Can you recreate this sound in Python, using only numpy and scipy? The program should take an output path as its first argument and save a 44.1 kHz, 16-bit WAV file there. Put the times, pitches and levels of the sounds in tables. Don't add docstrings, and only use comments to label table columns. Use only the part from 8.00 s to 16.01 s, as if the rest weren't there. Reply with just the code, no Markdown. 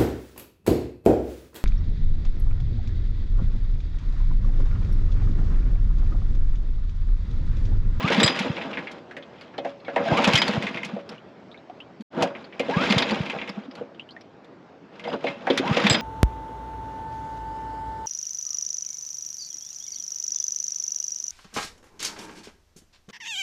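import sys
import numpy as np
from scipy import signal
from scipy.io import wavfile
from scipy.ndimage import uniform_filter1d

SR = 44100
rng = np.random.default_rng(int(sys.argv[2]) if len(sys.argv) > 2 else 0)


def output_pcm(signal):
    pcm = np.clip(np.atleast_2d(signal).T, -1, 1) * 32767
    wavfile.write(sys.argv[1], SR, np.round(pcm).astype(np.int16))


def how_loud(loudness_db):
    steps = np.asarray(loudness_db, float) / 20
    return 10 ** steps


N = 353241

# hardest compression in seconds, effort in dB, stretch of the time before it,
# stretch of the coasting after it, exhaust pitch factor.
PULLS = [(0.233, 0, 1.0, 1.075, 1.02), (2.333, 0.5, 1.125, .97, .96), (4.956, 0, 1.0, 1.0, 1.1),
         (7.9, 0.5, 1.0, 1.0, .98)]
# seconds from the hardest compression before stretching,
# level in dB before effort, pitch in Hz before the exhaust pitch factor.
PULL_STROKES = [(-.194, -12, 158), (-.059, -12, 208), (.004, -11, 135), (0.154, -22, 205),
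                (0.244, -15.5, 148)]
# start in seconds, level in dB, pitch in Hz.
LATE_POPS = [(2.851, -30, 188), (2.929, -21.5, 205), (3.996, -28.5, 220), (5.491, -30, 197),
             (5.57, -24, 210), (5.677, -30, 262)]
# seconds from the hardest compression before stretching,
# level in dB before effort.
SPIN_STRENGTH = [(-.42, -23), (-.36, -19.5), (-.24, -8), (-.13, -0.5), (-.03, 1), (.065, -2.5), (.09, -6.5),
                 (0.149, -2.5), (.28, -10), (.5, -15), (0.694, -20.5), (.88, -94)]
# peak in seconds, length in seconds, rumble in dB, rattle in dB.
HAND_DRAGS = [(1.425, 0.22, -48.5, -51), (1.681, 0.11, -43, -45.5), (2.007, 0.084, -26, -49),
              (3.125, 0.14, -37, -49), (4.222, 0.13, -20, -34.5), (4.4, 0.28, -41.5, -50.5),
              (5.787, 0.13, -38.5, -50), (6.961, 0.072, -48, -50), (7.087, 0.13, -32, -41),
              (7.139, 0.064, -27, -39), (7.279, 0.14, -30.5, -36), (7.416, 0.11, -53, -49.5),
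              (7.58, 0.3, -26, -36.5)]
# when the cord runs out in seconds, level in dB, time stretch,
# pitch in Hz where the drum slips.
STARTER_WHINES = [(0.13, -29, 1, 1760), (2.245, -24.5, .8, 1290), (4.862, -28, 1, 1760),
                  (7.8, -29, 1, 1500)]
# seconds from the cord's end before stretching, pitch in Hz, relative level in dB.
DRUM_SPIN_UP = [(-.18, 420, -5), (-.152, 830, -2), (-.115, 1000, -1), (-.1, 1070, -7), (-.075, 1210, -1),
                (-.042, 1400, -4), (0, 1760, -3)]
# start in seconds, level in dB, centre in Hz,
# level of the treble spit in dB.
CRACKS = [(0.0766, -17, 2150, -45.5), (0.1999, -10.5, 3430, -33.5), (0.2304, -6, 3870, -26.5),
          (0.2613, -13, 3020, -35.5), (0.2766, -8, 3250, -34.5), (0.3897, -23, 2040, -35),
          (0.568, -23.5, 2330, -76), (0.6122, -24.5, 2170, -69), (0.7306, -24, 2420, -76),
          (0.772, -20.5, 1840, -73), (0.8708, -27, 2120, -75), (0.9144, -38, 3010, -50),
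          (1.1103, -35.5, 1570, -63), (1.1667, -30.5, 1840, -55), (1.225, -36.5, 3130, -77),
          (1.4104, -35, 4500, -56.5), (1.5799, -24, 3120, -56), (1.6477, -33, 1750, -56),
          (1.54, -35.5, 1440, -87), (1.8, -47.5, 4240, -75.5), (1.847, -35.5, 3240, -78),
          (1.88, -27, 1640, -85), (1.9603, -17.5, 1770, -49), (2.1714, -16, 2320, -40),
          (2.2421, -9.5, 2560, -29.5), (2.2744, -17.5, 1550, -31.5), (2.334, -11.5, 2350, -28.5),
          (2.354, -6, 3020, -25.5), (2.3751, -15.5, 2040, -28.5), (2.4168, -8.5, 3080, -32),
          (2.4791, -17.5, 4440, -34), (2.6238, -23, 2110, -44.5), (2.6673, -20, 2060, -48),
          (2.744, -26.5, 2390, -57), (2.772, -23.5, 2140, -57), (2.8314, -24.5, 2180, -51),
          (2.8476, -34, 2380, -39.5), (3.091, -33.5, 5370, -49.5), (4.008, -44, 4480, -57.5),
          (4.2235, -19, 2530, -30.5), (4.3506, -32.5, 2150, -90), (4.442, -37, 4300, -69),
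          (4.525, -36, 2120, -84), (4.595, -19.5, 2330, -40.5), (4.9, -19, 4640, -47),
          (4.981, -9, 3110, -29), (5.0224, -10.5, 3540, -49), (5.108, -21.5, 4650, -42),
          (5.2613, -26, 2290, -56), (5.298, -20.5, 2300, -48), (5.3862, -26, 2280, -84),
          (5.414, -23, 2250, -70), (5.476, -28, 2110, -55), (5.492, -28.5, 5180, -48),
          (5.7104, -38, 5030, -73), (5.752, -38, 4500, -54.5), (5.946, -45.5, 2960, -78),
          (6.209, -40.5, 5420, -64), (6.4444, -46, 3500, -66), (6.995, -36.5, 2174, -58),
          (7.0401, -29, 2860, -59), (7.1286, -29.5, 2920, -57), (7.2405, -30, 2540, -53.5),
          (7.2678, -20, 2250, -61), (7.4693, -20, 1590, -53), (7.5007, -14, 3180, -47),
          (7.5752, -10.5, 3250, -28.5), (7.867, -8, 3440, -34), (7.8984, -6.5, 3930, -27),
          (7.9253, -19, 3080, -34), (7.9434, -9, 3260, -38)]
# start in seconds, level in dB, tilt in dB per octave
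# from 5 to 7.7 kHz (held above that).
CUP_STRIKES = [(0.202, -31, -14), (0.2318, -29, 37), (0.243, -18, -13), (0.262, -35.5, 33),
               (2.356, -32, -16.5), (2.385, -23, -15.5), (4.232, -49, -15), (4.981, -30, -19.5),
               (7.075, -45, -13), (7.868, -47, -12), (7.897, -31, 40.5), (7.908, -18, -16),
               (7.926, -37, 36)]
# start in seconds, level in dB, centre in Hz.
PLANK_KNOCKS = [(0.102, -11, 467), (0.445, -21, 480), (1.167, -30, 578), (1.581, -18, 603),
                (1.649, -17, 670), (1.881, -19.5, 638), (1.962, -7.5, 790), (2.004, -20.5, 580),
                (2.059, -18.5, 690), (2.188, -9.5, 840), (2.964, -23, 570), (4.185, -23.5, 652),
                (4.227, -10, 680), (4.598, -13.5, 473), (4.684, -14, 440), (5.333, -21, 610),
                (5.81, -23.5, 460), (7.051, -23, 494), (7.075, -19, 670), (7.14, -17.5, 403),
                (7.242, -13.5, 587), (7.472, -12, 880), (7.5, -6.5, 400), (7.595, -14, 310),
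                (7.769, -12, 484)]
# start in seconds, length in seconds, level in dB, pitch in Hz.
RUB_SQUEAKS = [(0.63, .08, -49, 1620), (1.852, .03, -45, 2210), (2.052, .042, -26, 672),
               (2.075, .05, -30, 1594), (2.1, .042, -24, 672), (4.728, .045, -32, 1640),
               (7.04, .044, -40, 2110), (7.3, .095, -52, 2680)]
# start in seconds, level in dB, starting pitch in Hz.
HULL_DRIPS = [(3.18, -37.5, 2820), (3.515, -36.5, 3530), (3.544, -35, 2160), (3.575, -42, 3570),
              (3.698, -26.5, 730), (3.803, -28.5, 2780), (5.996, -24.5, 2740), (6.09, -33.5, 3010),
              (6.108, -35.5, 4220), (6.165, -31, 1840)]
# pitch in Hz, relative level in dB,
# time to fall 60 dB in seconds.
CASING_MODES = [(1680, -1, 0.22), (1946, -0.5, 0.089), (2110, 2, 0.15), (2530, -4, 0.23),
                (2695, -11, 0.096), (3250, -11, 0.063)]
CUP_MODES = [(2105, -16, .07), (3316, -8, .05), (3914, -11, .06), (4922, -3, .27), (4977, -4, .22),
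             (7171, -18, .11), (7655, -9, .06), (9650, -35, .1), (11200, -36, .08), (12800, -45, .08),
             (14250, -52, .05)]
PLANK_MODES = [(223, -3.5, .12), (270.2, -0.5, .2), (355, -3.5, .1), (484, 0, 0.13), (563, -6.5, 0.42),
               (666.3, -2, .12), (778, 3, 0.056), (901, -4.5, 0.044)]
# frequency in Hz, relative level in dB.
RATTLE_COLOUR = [(500, -26), (900, 0), (1350, -3), (2150, 2), (3300, -1), (4200, -8), (5040, -13),
                 (5800, -17), (7500, -25), (8600, -35), (9100, -54), (9700, -33), (11500, -37),
                 (13000, -55), (16000, -85)]
RUMBLE_COLOUR = [(24, -44.5), (40, -32.5), (199, 2), (399, -5), (495, -4), (654, 0), (728, -11), (1600, -8),
                 (2080, -33), (3520, -120)]
SEA_COLOUR = [(25, -28), (184, -2), (320, -2), (675, -7), (1040, -14.5), (2360, -23), (5340, -35),
              (7850, -48.5), (9000, -75.5), (12000, -58), (16000, -77.5)]
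# time in seconds, change of level in dB.
SEA_SWELL = [(0, 1), (6.398, -4), (8.01, -2)]

INTAKE_HZ = 180
RUMBLE_DB, RATTLE_DB, REST_DB = -24, -27.5, -57.5
RATTLE_SLOPE = 1.213
DRAG_RISE_DB, DRAG_FALL_DB = 29.5, 28
DAMPED_S = .13
PUSH_DB, PUSH_S = -8, .0028
CASING_DB, CASING_REACH_DB = -8, 20
CASING_LUCK_DB = 9
CLATTER_S, CLATTER_LAW = 0.11, 0.97
CLATTER_HOLD_S = 0.008
SCUFF_HZ = 380
REACH_UP_DB, REACH_DOWN_DB = 20, 10
SEA_DB = -46
MIC_LOW_HZ = 80.5
CUT_S, BACK_S, FADE_S = 4.024, 4.103, 0.035


def evened(x):
    return x / np.sqrt(np.mean(x ** 2) + 1e-20)


def add(mix, s, sound):
    part = mix[max(round(s * SR), 0):][:len(sound)]
    part += sound[:len(part)]


def coloured(x, points):
    f, db = np.transpose(points)
    hz = abs(np.fft.fftfreq(4096, 1 / SR))
    gain_db = np.interp(np.log(hz + 1), np.log(f + 1), db)
    log_gain = np.log(how_loud(np.maximum(gain_db, -100)))
    taps = np.fft.ifft(np.exp(np.conj(signal.hilbert(log_gain)))).real[:2048]
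    return signal.oaconvolve(x, taps)[:len(x)]


def resonate(x, hz, width):
    turn = np.exp(2j * np.pi * np.cumsum(hz * np.ones(len(x))) / SR)
    r = np.exp(-np.pi * width / SR)
    return 2 * (turn * signal.lfilter([1 - r], [1, -r], x / turn)).real


def narrowed(x, hz, width, passes=2):
    for _ in range(passes):
        x = resonate(x, hz, width)
    return evened(x)


def strokes():
    events = []
    for at, effort_db, wind, coast, exhaust_factor in PULLS:
        for s, db, hz in PULL_STROKES:
            start = at + s * (wind if s < 0 else coast)
            pitch = hz * (exhaust_factor if hz < INTAKE_HZ else 1)
            events.append((start, db + effort_db, pitch))
    return events


def puff(db, hz):
    t = np.arange(SR // 10) / SR
    rise_s = np.interp(hz, [165, 190], [.007, .012])
    t60 = np.interp(hz, [165, 190], [.04, .075])
    rise = np.sin(np.pi / 2 * np.minimum(t / rise_s, 1)) ** 2
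    fall = how_loud(-60 * np.maximum(t - rise_s, 0) / t60)
    push = (hz < INTAKE_HZ) * how_loud(PUSH_DB) * np.exp(-((t - rise_s) / PUSH_S) ** 2)
    return how_loud(db) * (rise * fall * np.sin(2 * np.pi * hz * t) + push)


def motion():
    t = np.arange(N) / SR
    s, spin_db = np.transpose(SPIN_STRENGTH)
    rumble, rattle = np.full(N, how_loud(REST_DB) ** 2), np.zeros(N)
    for at, effort_db, wind, coast, _ in PULLS:
        spin_s = at + s * np.where(s < 0, wind, coast)
        db = effort_db + np.interp(t, spin_s, spin_db, -99, -99)
        rumble += how_loud(RUMBLE_DB + db) ** 2
        rattle += how_loud(RATTLE_DB + RATTLE_SLOPE * db) ** 2
    for at, length, rumble_db, rattle_db in HAND_DRAGS:
        db = -np.maximum(DRAG_RISE_DB * (at - t), DRAG_FALL_DB * (t - at)) / length
        rumble += how_loud(rumble_db + db) ** 2
        rattle += how_loud(rattle_db + db) ** 2
    return np.sqrt(rumble), np.sqrt(rattle)


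def jolts(per_s, spread_db):
    return (rng.random(N) < per_s / SR) * how_loud(spread_db * np.minimum(rng.exponential(1, N), 4))


def gritty(per_s, spread_db, grain_s, lump_s, lump_db):
    grit = signal.lfilter([1], [1, -np.exp(-1 / (grain_s * SR))], jolts(per_s, spread_db))
    span = round(lump_s * SR)
    lumps = evened(uniform_filter1d(uniform_filter1d(rng.standard_normal(N), span), span))
    return rng.standard_normal(N) * (1 + grit) * how_loud(lump_db * lumps)


def chatter(per_s, spread_db, cycles):
    out = np.zeros(N)
    for hz in np.geomspace(800, 7500, num=48) * rng.uniform(.96, 1.04, size=48):
        t = np.arange(round(3 * cycles / np.sqrt(hz * 1000) * SR)) / SR
        fade = np.sin(np.pi * t / t[-1]) * np.exp(-3 * t / t[-1])
        grain = fade * np.sin(2 * np.pi * hz * t)
        grain = grain * np.sqrt(hz) / np.linalg.norm(grain)
        out += signal.oaconvolve(jolts(per_s, spread_db), grain)[:N]
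    return evened(out)


def rings(x, modes):
    t = np.arange(SR // 2) / SR
    ring = np.zeros(len(t))
    for hz, db, t60 in modes:
        ring += how_loud(db - 60 * t / min(t60, DAMPED_S)) * np.sin(2 * np.pi * hz * t)
    return evened(signal.oaconvolve(x, ring)[:N])


def stir():
    rumble_gain, rattle_gain = motion()
    shake = gritty(220, 2.8, 0.0015, .01, 2.5)
    drag = gritty(20, 0.92, 0.0032, 0.021, 2.8)
    parts = chatter(110, 2.8, 6)
    rattle = evened(coloured(evened(shake) + how_loud(-5) * parts, RATTLE_COLOUR))
    rattle += how_loud(-13) * rings(shake, CASING_MODES + CUP_MODES[:3])
    rattle += how_loud(-31) * rings(shake, CUP_MODES[3:5])
    rumble = evened(coloured(drag, RUMBLE_COLOUR)) + how_loud(-2.5) * rings(drag, PLANK_MODES)
    return rattle_gain * evened(rattle) + rumble_gain * evened(rumble)


def whine(end, level_db, stretch, slip_hz):
    s, hz, db = np.transpose(DRUM_SPIN_UP)
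    s = s * stretch
    t = np.arange(max(s[0], -end), np.interp(slip_hz, hz, s), 1 / SR)
    pitch = np.interp(t, s, hz)
    turn = 2 * np.pi * np.cumsum(pitch) / SR
    tone = np.sqrt(2) * (np.sin(turn) + .15 * np.sin(2 * turn))
    fuzz = narrowed(rng.standard_normal(len(t)), pitch, 70)
    level = how_loud(level_db + np.interp(t, s, db)) * signal.windows.tukey(len(t), .2)
    return end + t[0], level * (.85 * tone + .45 * fuzz)


def crack(db, hz, spit_db):
    t = np.arange(SR // 5) / SR
    t60 = CLATTER_S * (2000 / hz) ** CLATTER_LAW
    ring = np.zeros(len(t))
    for f, m_db, m_t60 in CASING_MODES:
        loss_db = CASING_LUCK_DB * rng.random() + CASING_REACH_DB * abs(np.log2(f / hz))
        ring += how_loud(m_db - loss_db - 60 * t / m_t60) * np.sin(2 * np.pi * (f * t + rng.random()))
    ring *= 1 - np.exp(-t / 0.0082)
    noise = rng.standard_normal(len(t))
    wide = coloured(noise, RATTLE_COLOUR)
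    spit = evened(signal.sosfilt(signal.butter(3, 5500, "high", fs=SR, output="sos"), wide))
    body = evened(wide) + narrowed(noise, hz, 620)
    body = signal.sosfilt(signal.butter(3, min(1.56 * hz, 5600), fs=SR, output="sos"), body)
    fall = how_loud(-60 * np.maximum(t - CLATTER_HOLD_S, 0) / t60) * (1 - np.exp(-t / 0.00031))
    fall *= 1 + np.exp(-t / .003)
    clatter = fall * (how_loud(db - 13.0) * body + how_loud(spit_db - 60 * t / 0.24) * spit)
    return clatter + how_loud(db + CASING_DB) * ring


def clang(db, tilt):
    t = np.arange(SR // 3) / SR
    ring = np.zeros(len(t))
    for hz, m_db, t60 in CUP_MODES:
        tilt_db = tilt * np.clip(np.log2(hz / 5000), 0, .62)
        ring += how_loud(db + m_db + tilt_db - 60 * t / t60) * np.sin(2 * np.pi * (hz * t + rng.random()))
    return ring * (1 - np.exp(-t / 0.00076))


def knock(db, hz):
    t = np.arange(SR // 3) / SR
    scuff = narrowed(rng.standard_normal(len(t)), hz, SCUFF_HZ, passes=3) * how_loud(-4.5 - 60 * t / .13)
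    ring = np.zeros(len(t))
    for f, m_db, t60 in PLANK_MODES:
        octaves = np.log2(f / hz)
        loss_db = REACH_UP_DB * max(octaves, 0) + REACH_DOWN_DB * max(-octaves, 0)
        ring += how_loud(m_db - loss_db - 60 * t / t60) * np.sin(2 * np.pi * (f * t + rng.random()))
    return how_loud(db - 5.0) * (1 - np.exp(-t / 0.0012)) ** 2 * (scuff + ring)


def squeak(length, db, hz):
    t = np.arange(0, length, 1 / SR)
    fuzz = narrowed(rng.standard_normal(len(t)), hz, 90)
    return how_loud(db) * signal.windows.tukey(len(t), .6) * (.5 * np.sin(2 * np.pi * hz * t) + .8 * fuzz)


def drip(db, hz):
    t = np.arange(SR // 10) / SR
    splash = .7 * narrowed(rng.standard_normal(len(t)), hz * (1 + 4 * t), .14 * hz)
    plink = 1.6 * np.sin(2 * np.pi * hz * t) * np.exp(-(t * hz / 9) ** 2)
    scratch = .2 * evened(coloured(rng.standard_normal(len(t)), RATTLE_COLOUR)) * np.exp(-t / .006)
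    level = how_loud(db - 8.0 - 60 * t / 0.083) * (1 - np.exp(-t / 0.00016))
    return level * (splash + plink + scratch)


def sea():
    frames, hz = N // 256 + 5, np.fft.rfftfreq(1024, 1 / SR)
    a, b, patches = rng.standard_normal((frames, 513, 3)).T
    patches = evened(uniform_filter1d(uniform_filter1d(patches, 10, 0), 10, 1))
    f, db = np.transpose(SEA_COLOUR)
    colour_db = np.interp(np.log(hz + 1), np.log(f + 1), db)[:, None]
    spectra = (a + 1j * b) * how_loud(colour_db + 2 * patches)
    wash = evened(signal.istft(spectra, nperseg=1024, noverlap=768)[1][:N])
    return wash * how_loud(SEA_DB + np.interp(np.arange(N) / SR, *np.transpose(SEA_SWELL)))


def scene():
    mix = stir() + sea()
    for row in STARTER_WHINES:
        add(mix, *whine(*row))
    events = [(strokes() + LATE_POPS, puff), (CRACKS, crack), (PLANK_KNOCKS, knock),
              (CUP_STRIKES, clang), (HULL_DRIPS, drip), (RUB_SQUEAKS, squeak)]
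    for table, sound in events:
        for s, *how in table:
            add(mix, s, sound(*how))
    return mix[None]


def top_cut(x):
    return signal.sosfilt(signal.butter(12, 15100, fs=SR, output="sos"), x)


def record(dry):
    t = np.arange(N) / SR
    heard = signal.sosfilt(signal.butter(3, MIC_LOW_HZ, "high", fs=SR, output="sos"), dry)
    gap = np.where(t < CUT_S, 1, np.clip((t - BACK_S) / FADE_S, 0, 1))
    return top_cut(heard * gap)


dry = scene()
out = record(dry)
output_pcm(out)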